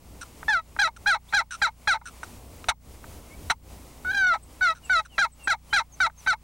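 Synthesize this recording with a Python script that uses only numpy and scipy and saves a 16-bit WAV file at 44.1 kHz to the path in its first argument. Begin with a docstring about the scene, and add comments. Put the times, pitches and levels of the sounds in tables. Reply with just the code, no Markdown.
"""Turkey box call in open grassland

Close to the microphone, a hand works a wooden box call: two runs of yelps with two clucks between.
The chalked lid sticks and slips on the box, falls in pitch, chatters as it leaves the edge and scuffs
on its way back. Small birds sing far off and a breeze buffets the microphone. The camcorder's gain
control ducks the breeze after each loud stroke, over a faint hum."""
import sys
import numpy as np
from scipy import signal
from scipy.fft import rfft, irfft
from scipy.io import wavfile
from scipy.ndimage import uniform_filter1d

SR = 44100
rng = np.random.default_rng(int(sys.argv[2]) if len(sys.argv) > 2 else 0)


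def transcribe(u):
    """Save the signal u as a 16-bit wav file named by the first command-line argument.

    u: samples, shape (n,) or (channels, n), limited to [-1, 1]; the rate is SR.
    q: integer samples, one column per channel.
    """
    v = np.clip(np.atleast_2d(u).T, -1, 1)
    q = np.round(v * 32767).astype(np.int16)
    wavfile.write(sys.argv[1], SR, q)


N = 283559

# resonances of the box: (frequency [Hz], width [Hz], level [dB])
BOX = [(650.5, 65, -3.5), (878, 95, 3), (1379, 288, 3), (1517, 185, -1.5), (1851, 246, -4.5),
       (2163, 455, -4), (2544, 490, -21.5), (3670, 504, -12), (4020, 480, -3.5), (5680, 580, -13.5),
       (6220, 250, -17), (7253, 284, -17), (8620, 730, -22.5), (10600, 2500, -36)]
# resonances of the lid riding loose: (frequency [Hz], width [Hz], level [dB])
LID = [(1330, 300, -1.5), (2640, 780, -3), (3930, 600, -2.5), (5570, 320, 0.5), (6080, 300, 1.5),
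       (7260, 200, -6), (8600, 1250, -2.5)]


def box_call(mix):
    """The lid is drawn over the edge stroke by stroke, and chatters each time it leaves."""
    # quick strokes, the two shortest being clucks: (start [s], length [s], level [dB], swell [s],
    # sag [dB], top pitch [Hz], time to top [s], glide [s], opening scratch [s], release [s],
    # chatter length [s], chatter level [dB])
    strokes = [(0.48, 0.11, -4, 0.011, 10, 874, 0.0079, 0.063, 0.0023, 0.029, 0.015, -21.5),
               (0.787, 0.086, -4.5, 0.012, 6.5, 827, 0.023, 0.031, 0.0025, 0.0054, 0.024, -10),
               (1.058, 0.087, -4.5, 0.016, 4, 827, 0.028, 0.034, 0.0054, 0.0071, 0.032, -9),
               (1.324, 0.08, -3, 0.024, 3.5, 824, 0.033, 0.031, 0.012, 0.0046, 0.025, -8),
               (1.615, 0.05, -5.5, 0.011, 4, 807.6, 0.011, 0.023, 0.0048, 0.0061, 0.036, -10.5),
               (1.872, 0.066, -5, 0.0055, 3, 820, 0.011, 0.033, 0.0042, 0.0021, 0.04, -9.5),
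               (2.685, 0.017, 2.5, 0.00079, 2.5, 734, 0.0058, 0.0086, 0.0082, 0.0058, 0.024, -2),
               (3.4981, 0.017, -3, 0.0025, 0.5, 770, 0.0016, 0.012, 0.015, 0.0043, 0.014, -4),
               (4.607, 0.099, -7.5, 0.023, 3, 749, 0.0053, 0.063, 0.0048, 0.034, 0.043, -28.5),
               (4.894, 0.1, -8.5, 0.012, 2.5, 757, 0.0051, 0.055, 0.0034, 0.02, 0.028, -20.5),
               (5.179, 0.069, -6, 0.0066, 3, 810, .019, 0.032, 0.0083, 0.0087, 0.026, -12),
               (5.472, 0.059, -5, 0.0029, 3.5, 807, 0.015, 0.028, 0.0066, 0.0089, 0.028, -12),
               (5.726, 0.07, -5, 0.012, 2.5, 813.5, 0.022, 0.029, 0.0066, 0.0045, 0.03, -8.5),
               (6.001, 0.061, -5.5, 0.0045, 3.5, 768, 0.0032, 0.035, 0.0038, 0.0031, 0.02, -5.5),
               (6.261, 0.068, -6, 0.026, 5.5, 776, 0.021, 0.031, 0.012, 0.0046, 0.022, -9)]
    # chatter that ends the slow stroke: (time [s], length [s], level [dB])
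    closing_chatter = (4.336, .04, -15.5)
    ring = wood_ring(BOX, -0.34, 480)
    for row in strokes:
        start, length, db, swell_s, sag_db, top_hz, top_s, glide_s = row[:8]
        bite_s, release_s, chatter_s, chatter_db = row[8:]
        gesture = quick_stroke(start, length, db, swell_s, sag_db, top_hz, top_s, glide_s, release_s)
        tilt_db = -2.17 * np.log2(glide_s / 0.03)  # slower glides are duller
        add(mix, start, yelp(*gesture, bite_s, tilt_db))
        add(mix, *chatter(start + length, chatter_s, chatter_db, ring))
    add(mix, *slow_stroke())
    add(mix, *chatter(*closing_chatter, ring))


def yelp(hz, force, bright_db, skid, bite_s, tilt_db, jitter=0.017, rasp_rad=0.32, chalk_db=-18.5):
    """Stick and slip on the edge; every cycle holds two unequal slips, so even partials lead."""
    n = len(hz)
    bite = np.exp(-(np.arange(n) / SR / bite_s) ** 2)
    turns = np.cumsum(hz * (1 + (jitter * np.sqrt(force) + 0.048 * bite) * wobble(n, 540))) / SR
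    odd_db = -7 * (1 - force) - 7 * (hz / 880) ** 12  # soft or high, the two slips grow alike
    tone = 0
    for k in range(1, 21):
        octaves = np.log2(np.clip(k, 2, 10) / 2)
        flutter_db = 3 * np.sqrt(k / 6) * wobble(n, 100)
        waver = rasp_rad * octaves / 2 * wobble(n, 220)
        gain = amp(odd_db * (k % 2) + flutter_db + bright_db * octaves)
        tone = tone + gain * np.cos(2 * np.pi * k * turns + waver)
    # before it sings the lid catches with a dull, woody scratch
    scratch = noise(n, [(1600, 0), (7000, -15)])
    drive = unit(tone) * (1 - bite) + amp(1) * scratch * bite
    # chalk crunches in clumps and in step with the slips, more under a hard grip, less in a skid
    grit = rng.standard_normal(n) * (1 + 0.5 * np.cos(2 * np.pi * turns))
    grit = unit(grit * amp(6 * wobble(n, 260)))
    grit *= amp(chalk_db + tilt_db + 6 * skid) * force ** 0.88 * hz / 700
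    sound = signal.fftconvolve(drive, wood_ring(BOX, tilt_db, 692, notch_db=-8.5))
    sound += signal.fftconvolve(grit, wood_ring(BOX, tilt_db))
    # the hand's push shakes the whole box faintly, most as the lid bites
    shake = noise(n, [(60, 2.5), (200, -7.5), (550, -16.5), (3000, -64)])
    push = amp(-27) * (0.86 + 3 * bite) * shake
    return (steady(sound[:n]) + push) * force


def quick_stroke(start, length, db, swell_s, sag_db, top_hz, top_s, glide_s, release_s, low_hz=640.6):
    """Pitch arches and falls toward the low note while the hand's pressure swells and sags."""
    age = np.arange(int((length + release_s) * SR)) / SR
    hz = low_hz + (top_hz - low_hz) * np.exp(-abs((age - top_s) / glide_s) ** 2.454)
    press_db = -31 * np.clip(1 - age / swell_s, 0, 1) ** 2 - sag_db * (age / length) ** 3.8
    bright_db = -1.28 + 0.46 * press_db  # per octave; a lighter hand is duller
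    return grip(start + age, hz, db + press_db, bright_db, release_s)


def slow_stroke():
    """The long whine that opens the second run: the hand feels for the grip, then leans in."""
    # course of the stroke: (time [s], pitch [Hz], level [dB], brightness [dB/octave])
    whine = [(4.047, 739, -31, -2), (4.083, 737, -26, -7), (4.115, 784, -23, -0.5), (4.165, 803.5, -22, 2),
             (4.208, 777, -21.5, -0.5), (4.248, 737, -10, -3.5), (4.28, 734, -11, -2),
             (4.33, 658.6, -10, -5), (4.381, 643, -21, -15)]
    times, *curves = np.transpose(whine)
    t = np.arange(times[0], times[-1], 1 / SR)
    hz, db, bright_db = (np.interp(t, times, curve) for curve in curves)
    gesture = grip(t, hz, db, bright_db, release_s=0.06)
    return times[0], yelp(*gesture, bite_s=0.0024, tilt_db=-4)


def grip(t, hz, db, bright_db, release_s, lift_hz_per_db=2):
    """The lid takes hold, skids and lets go. 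Gives pitch, force, brightness and skidding (0 to -1, lowest in a
    skid)."""
    # brief losses of grip: (time [s], half width [s], loss [dB], bend scale [Hz])
    # a positive bend climbs into the skid and restarts low; a negative one drags, then leaps
    skids = [(0.503, 0.0084, 1.5, 47), (0.523, 0.012, 5, -1.5), (0.811, 0.0032, 7.5, -11),
             (1.333, 0.0039, 13.5, 18), (1.362, 0.0049, 5.5, -17), (4.1263, 0.0075, 14.5, 61),
             (4.142, 0.0032, 16, 51), (4.16, 0.0067, 6.5, 32), (5.186, 0.0039, 5.5, 15.5),
             (5.207, 0.0065, 4, -55), (5.492, 0.0095, 7.5, -53), (5.757, 0.0047, 3.5, -52),
             (6.27, 0.0023, 11, 34)]
    near = [((t - s) / width, loss, bend) for s, width, loss, bend in skids]
    loss_db = sum(loss * np.exp(-u ** 2) for u, loss, _ in near)
    bend_hz = sum(bend * -u * np.exp(-u ** 2) for u, _, bend in near)
    skid = np.tanh(loss_db / -3.5)
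    fade = np.clip(np.minimum((t - t[0]) / 0.0032, (t[-1] - t) / release_s), 0, 1)
    pitch = hz + lift_hz_per_db * loss_db + bend_hz
    return pitch, amp(db - loss_db) * fade, bright_db + 1.5 * skid, skid


def chatter(s, length, db, ring, slip_hz=440, ring_s=0.0059):
    """Loose, uneven slips die away and shake a few modes of the box, which ring on roughly."""
    # modes that sound on through the chatter: (frequency [Hz], level [dB])
    walls = [(900, -3), (1230, -16), (2150, -16.5)]
    n = int((length + 0.056) * SR)
    t = np.arange(n) / SR
    press = np.clip(t / 0.00073, 0, 1) * np.clip(1 - t / length, 0, 1) ** 1.5
    turns = np.cumsum(slip_hz * (1 + 0.31 * wobble(n, 400))) / SR
    slips = np.diff(np.floor(turns), prepend=0) + amp(-19) * rng.standard_normal(n)
    rasp = signal.fftconvolve(slips * press, ring)[:n]
    sound = amp(-12) * rasp / np.std(rasp[:int(length * SR)])
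    swell = np.clip(t / 0.0051, 0, 1) / np.sqrt(1 + np.exp(2 * (t - 0.66 * length) / ring_s))
    for hz, level in walls:
        shaken = amp(1.5 * wobble(n, 300)) * sine(hz + 55 * wobble(n, 130))
        sound += amp(level) * swell * shaken
    return s, amp(db) * sound


def cluck_jabs(mix, rise_s=0.0024, crunch_s=0.005):
    """A jab starts each cluck: the whole box knocks in the hand while chalk crunches under the lid."""
    # jabs on the lid: (time [s], level [dB])
    jabs = [(2.6855, -5.5), (3.5004, -11)]
    # modes of the box in the hand: (frequency [Hz], level [dB], time to fall 60 dB [s])
    knock_modes = [(63.3, -4, 0.108), (236, -12, 0.051), (425, -7.5, 0.034), (740, 9.5, 0.036)]
    # band where the chalk crunches most: (frequency [Hz], width [Hz], level [dB])
    crunch_band = (2900, 990, 0)
    ring = wood_ring(BOX + LID + [crunch_band], 0.55)
    t = np.arange(SR // 8) / SR
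    knock = sum(amp(db - 60 * t / t60) * np.sin(2 * np.pi * hz * t) for hz, db, t60 in knock_modes)
    knock *= np.clip(t / rise_s, 0, 1)
    for s, db in jabs:
        grains = unit(signal.fftconvolve(rng.standard_normal(len(t)), ring)[:len(t)])
        crunch = grains * t / crunch_s * np.exp(1 - t / crunch_s)
        add(mix, s, amp(db) * (knock + amp(4) * crunch))


def loose_lid(mix):
    """Small handling sounds, heard at close range: the lid rattles, scuffs back and taps the box."""
    # one rattle after the first run: (time [s], length [s], level [dB])
    rattle = (2.013, 0.011, -27)
    # return swings of the lid: (time [s], length [s], level [dB])
    scuffs = [(0.211, 0.033, -39), (0.963, 0.016, -38), (1.507, 0.064, -29.5), (2.055, 0.046, -36),
              (2.23, 0.022, -41.5), (4.749, 0.054, -43.5), (5.05, 0.026, -39.5)]
    # the lid meets the box: (time [s], peak level [dB])
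    taps = [(0.43, -25), (0.7648, -23), (1.9724, -20), (2.232, -22), (3.042, -31), (6.099, -21.5)]
    # a finger ticks on the lid before the first cluck: (time [s], peak level [dB])
    finger_tick = (2.6428, -28)
    box_ring, lid_ring = wood_ring(BOX, -7, 400), wood_ring(LID, 0.1, 530)
    add(mix, *chatter(*rattle, box_ring))
    for row in scuffs:
        add(mix, *scuff(*row, lid_ring))
    for row in taps:
        add(mix, *tap(*row, box_ring))
    add(mix, *tap(*finger_tick, wood_ring(LID, -2)))


def scuff(s, length, db, ring, first_hz=1520, last_hz=1290, catch_hz=125):
    """The unloaded lid drags chalk grains and half catches a hoarse, falling squeak in quick jerks."""
    n = int(length * SR)
    along = np.linspace(0, 1, n)
    catches = np.cumsum(catch_hz * (1 + 0.41 * wobble(n, 88))) / SR
    jerks = 1 + 0.36 * np.cos(2 * np.pi * catches)
    friction = rng.standard_normal(n) * amp(3 * wobble(n, 1300)) * np.sqrt(jerks)
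    grains = signal.fftconvolve(friction, ring)[:n]
    pitch = (first_hz + (last_hz - first_hz) * along) * (1 + 0.036 * wobble(n, 430))
    squeak = sine(pitch) * jerks * amp(4.1 * wobble(n, 320))
    envelope = np.clip(along * length / 0.0019, 0, 1) * (1 - along ** 1.7)
    return s, amp(db) * unit((amp(-4) * unit(grains) + unit(squeak)) * envelope)


def tap(s, db, ring, damp_s=0.0045, contact_s=0.00008, bounce_s=0.0032):
    """One soft knock on wood with a small bounce, damped by the hand."""
    t = np.arange(len(ring)) / SR
    knock = signal.fftconvolve(ring * np.exp(-t / damp_s), t * np.exp(-t / contact_s))
    add(knock, bounce_s, amp(-5) * knock)
    return s, amp(db) * knock / abs(knock).max()


def wood_ring(modes, tilt_db=0, low_hz=600, notch_db=0, size=4096):
    """The wood's answer to one slip, its treble tilted by tilt_db an octave."""
    hz = abs(np.fft.fftfreq(size, 1 / SR)) + 1
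    gain = sum(amp(db) / (1 + (2 * (hz - centre) / width) ** 2) for centre, width, db in modes)
    gain *= amp(notch_db * np.exp(-((hz - 2850) / 210) ** 2))  # cut by the way the lid touches
    gain *= amp(tilt_db * np.log2(np.maximum(hz / 1300, 1)))
    gain /= 1 + (low_hz / hz) ** 4  # so small a box radiates little bass
    minimum_phase = np.exp(np.conj(signal.hilbert(np.log(gain + 1e-4))))
    return np.fft.ifft(minimum_phase).real[:size // 2]


def far_birds(mix, scatter_s=0.013):
    """Thin, warbling glides, blurred by their way through the brush to the microphone."""
    # bird notes: (time [s], length [s], first pitch [Hz], last pitch [Hz])
    notes = [(1.272, 0.042, 2980, 4360), (3.297, 0.063, 2100, 2350), (4.419, 0.028, 8030, 8200),
             (4.819, 0.074, 3060, 2520), (4.844, 0.026, 7500, 8130), (5.086, 0.1, 3210, 2480),
             (5.314, 0.031, 8660, 7500), (5.383, 0.1, 2895, 2590), (5.427, 0.044, 8700, 7620),
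             (5.692, 0.076, 3140, 2840), (5.915, 0.046, 6800, 5900), (6.168, 0.052, 6740, 5650)]
    for s, length, first_hz, last_hz in notes:
        n = int(length * SR)
        hz = np.geomspace(first_hz, last_hz, n) * (1 + 0.007 * wobble(n, 300))
        call = unit(sine(hz) * signal.windows.tukey(n, 0.7))
        path = rng.standard_normal(SR // 10) * np.exp(-np.arange(SR // 10) / SR / scatter_s)
        path *= amp(-6) / np.linalg.norm(path)
        path[0] = 1  # the direct sound
        db = -59 + 3.5 * np.log2(first_hz / 1000)  # higher calls are louder
        add(mix, s, amp(db) * signal.fftconvolve(call, path) / np.linalg.norm(path))


def breeze(split_hz=700):
    """Hiss in the grass, over a rumble and a buffeting of the microphone that rise with the gusts."""
    # spectrum of the breeze in the grass: (frequency [Hz], level [dB])
    spectrum = [(20, -34), (40, -14.5), (59, -10), (166, -14), (289, -11.5), (352, -15.5), (1010, -17.5),
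                (1300, -22), (1670, -28), (2150, -23.5), (3850, -28.5), (8880, -26.5), (15500, -35.5)]
    # gusts in the rumble: (time [s], level [dB])
    gusts = [(0, 5.5), (1.9, -4), (2.451, 6), (2.85, 2.5), (3.297, 5), (4.0, 3), (4.6, -1), (6.401, -5)]
    air = amp(-51.5) * noise(N, spectrum)
    rumble = signal.sosfiltfilt(signal.butter(2, split_hz, fs=SR, output="sos"), air)
    gust = amp(np.interp(np.arange(N) / SR, *np.transpose(gusts)) + 2 * wobble(N, 5.5))
    buffet = amp(-58) * noise(N, [(15, -9.5), (30, -11.5), (65, 0.5), (120, -14), (600, -37)])
    hiss = (air - rumble) * amp(1.5 * wobble(N, 8.8))
    return rumble * gust + buffet * gust ** 2 + hiss


def gain_control(x, knee_db=-20, hold_s=0.1, recover_s=0.044, start_db=9, hop=32):
    """Gain that drops at once on a loud sound, holds, then creeps back; it starts out lowered."""
    level_db = 10 * np.log10(abs(uniform_filter1d(x ** 2, size=130)) + 1e-12)[::hop]
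    t = np.arange(N)[::hop] / SR
    cut_db = 0.87 * np.maximum(level_db - knee_db, 0)
    memory = np.exp(-np.maximum(t[t < 1] - hold_s, 0) / recover_s)
    held_db = start_db * np.exp(-t / (2 * recover_s))
    for lag, weight in enumerate(memory):
        held_db[lag:] = np.maximum(held_db[lag:], weight * cut_db[:len(t) - lag])
    return amp(-np.interp(np.arange(N) / SR, t, held_db))


def amp(db):
    """Decibels to gain."""
    return 10 ** (np.asarray(db) / 20)


def unit(x):
    """Scales to rms 1."""
    return x / np.sqrt(np.mean(x ** 2) + 1e-20)


def add(mix, s, sound):
    """Mixes a sound in at time s."""
    part = mix[max(round(s * SR), 0):][:len(sound)]
    part += sound[:len(part)]


def sine(hz):
    """A sine that follows a pitch curve."""
    return np.sin(2 * np.pi * np.cumsum(hz) / SR)


def noise(n, points):
    """Noise of rms 1 with a spectrum of (frequency [Hz], level [dB]) points."""
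    hz, db = np.transpose(points)
    shape = np.interp(np.log(np.fft.rfftfreq(n, 1 / SR) + 1), np.log(hz + 1), db)
    return unit(irfft(rfft(rng.standard_normal(n)) * amp(shape), n))


def wobble(n, hz):
    """Smooth random drift of rms about 1, rolling off above hz."""
    size = n + SR // 4
    lowpass = np.exp(-(np.fft.rfftfreq(size, 1 / SR) / hz) ** 2)
    return unit(irfft(rfft(rng.standard_normal(size)) * lowpass, size))[:n]


def steady(x, size=130):
    """Evens out the level over a few cycles."""
    return x / np.sqrt(abs(uniform_filter1d(uniform_filter1d(x ** 2, size), size)) + 1e-12)


def scene():
    """The box call close by, birds and breeze beyond; all near centre, the left a touch louder."""
    mix = breeze()
    box_call(mix)
    cluck_jabs(mix)
    loose_lid(mix)
    far_birds(mix)
    return mix * amp([[0.22], [-0.22]])


def record(dry, ceiling=0.36, edge_hz=16000):
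    """Gain control and soft overload, then the camcorder's own hum, hiss and band limit."""
    # camcorder hum and line whistle: (frequency [Hz], level [dB])
    hum_tones = [(29.97, -63), (59.94, -54.5), (89.9, -62), (119.9, -68), (149.8, -66.5), (179.8, -69),
                 (239.8, -70), (15734, -73)]
    t = np.arange(N) / SR
    hum = sum(amp(db) * np.sqrt(2) * np.sin(2 * np.pi * (hz * t + rng.random())) for hz, db in hum_tones)
    hiss = np.array([amp(-65) * noise(N, [(25, 0), (500, -21), (2000, -32)]) for _ in dry])
    limited = ceiling * np.tanh(dry * gain_control(dry.mean(0)) / ceiling)
    out = limited + hum * amp(0.44 * wobble(N, 4.7)) + hiss
    lowpass = signal.firwin(511, edge_hz, window=("kaiser", 9), fs=SR)
    return signal.oaconvolve(out, lowpass[None], "same")


dry = scene()
out = record(dry)
transcribe(out)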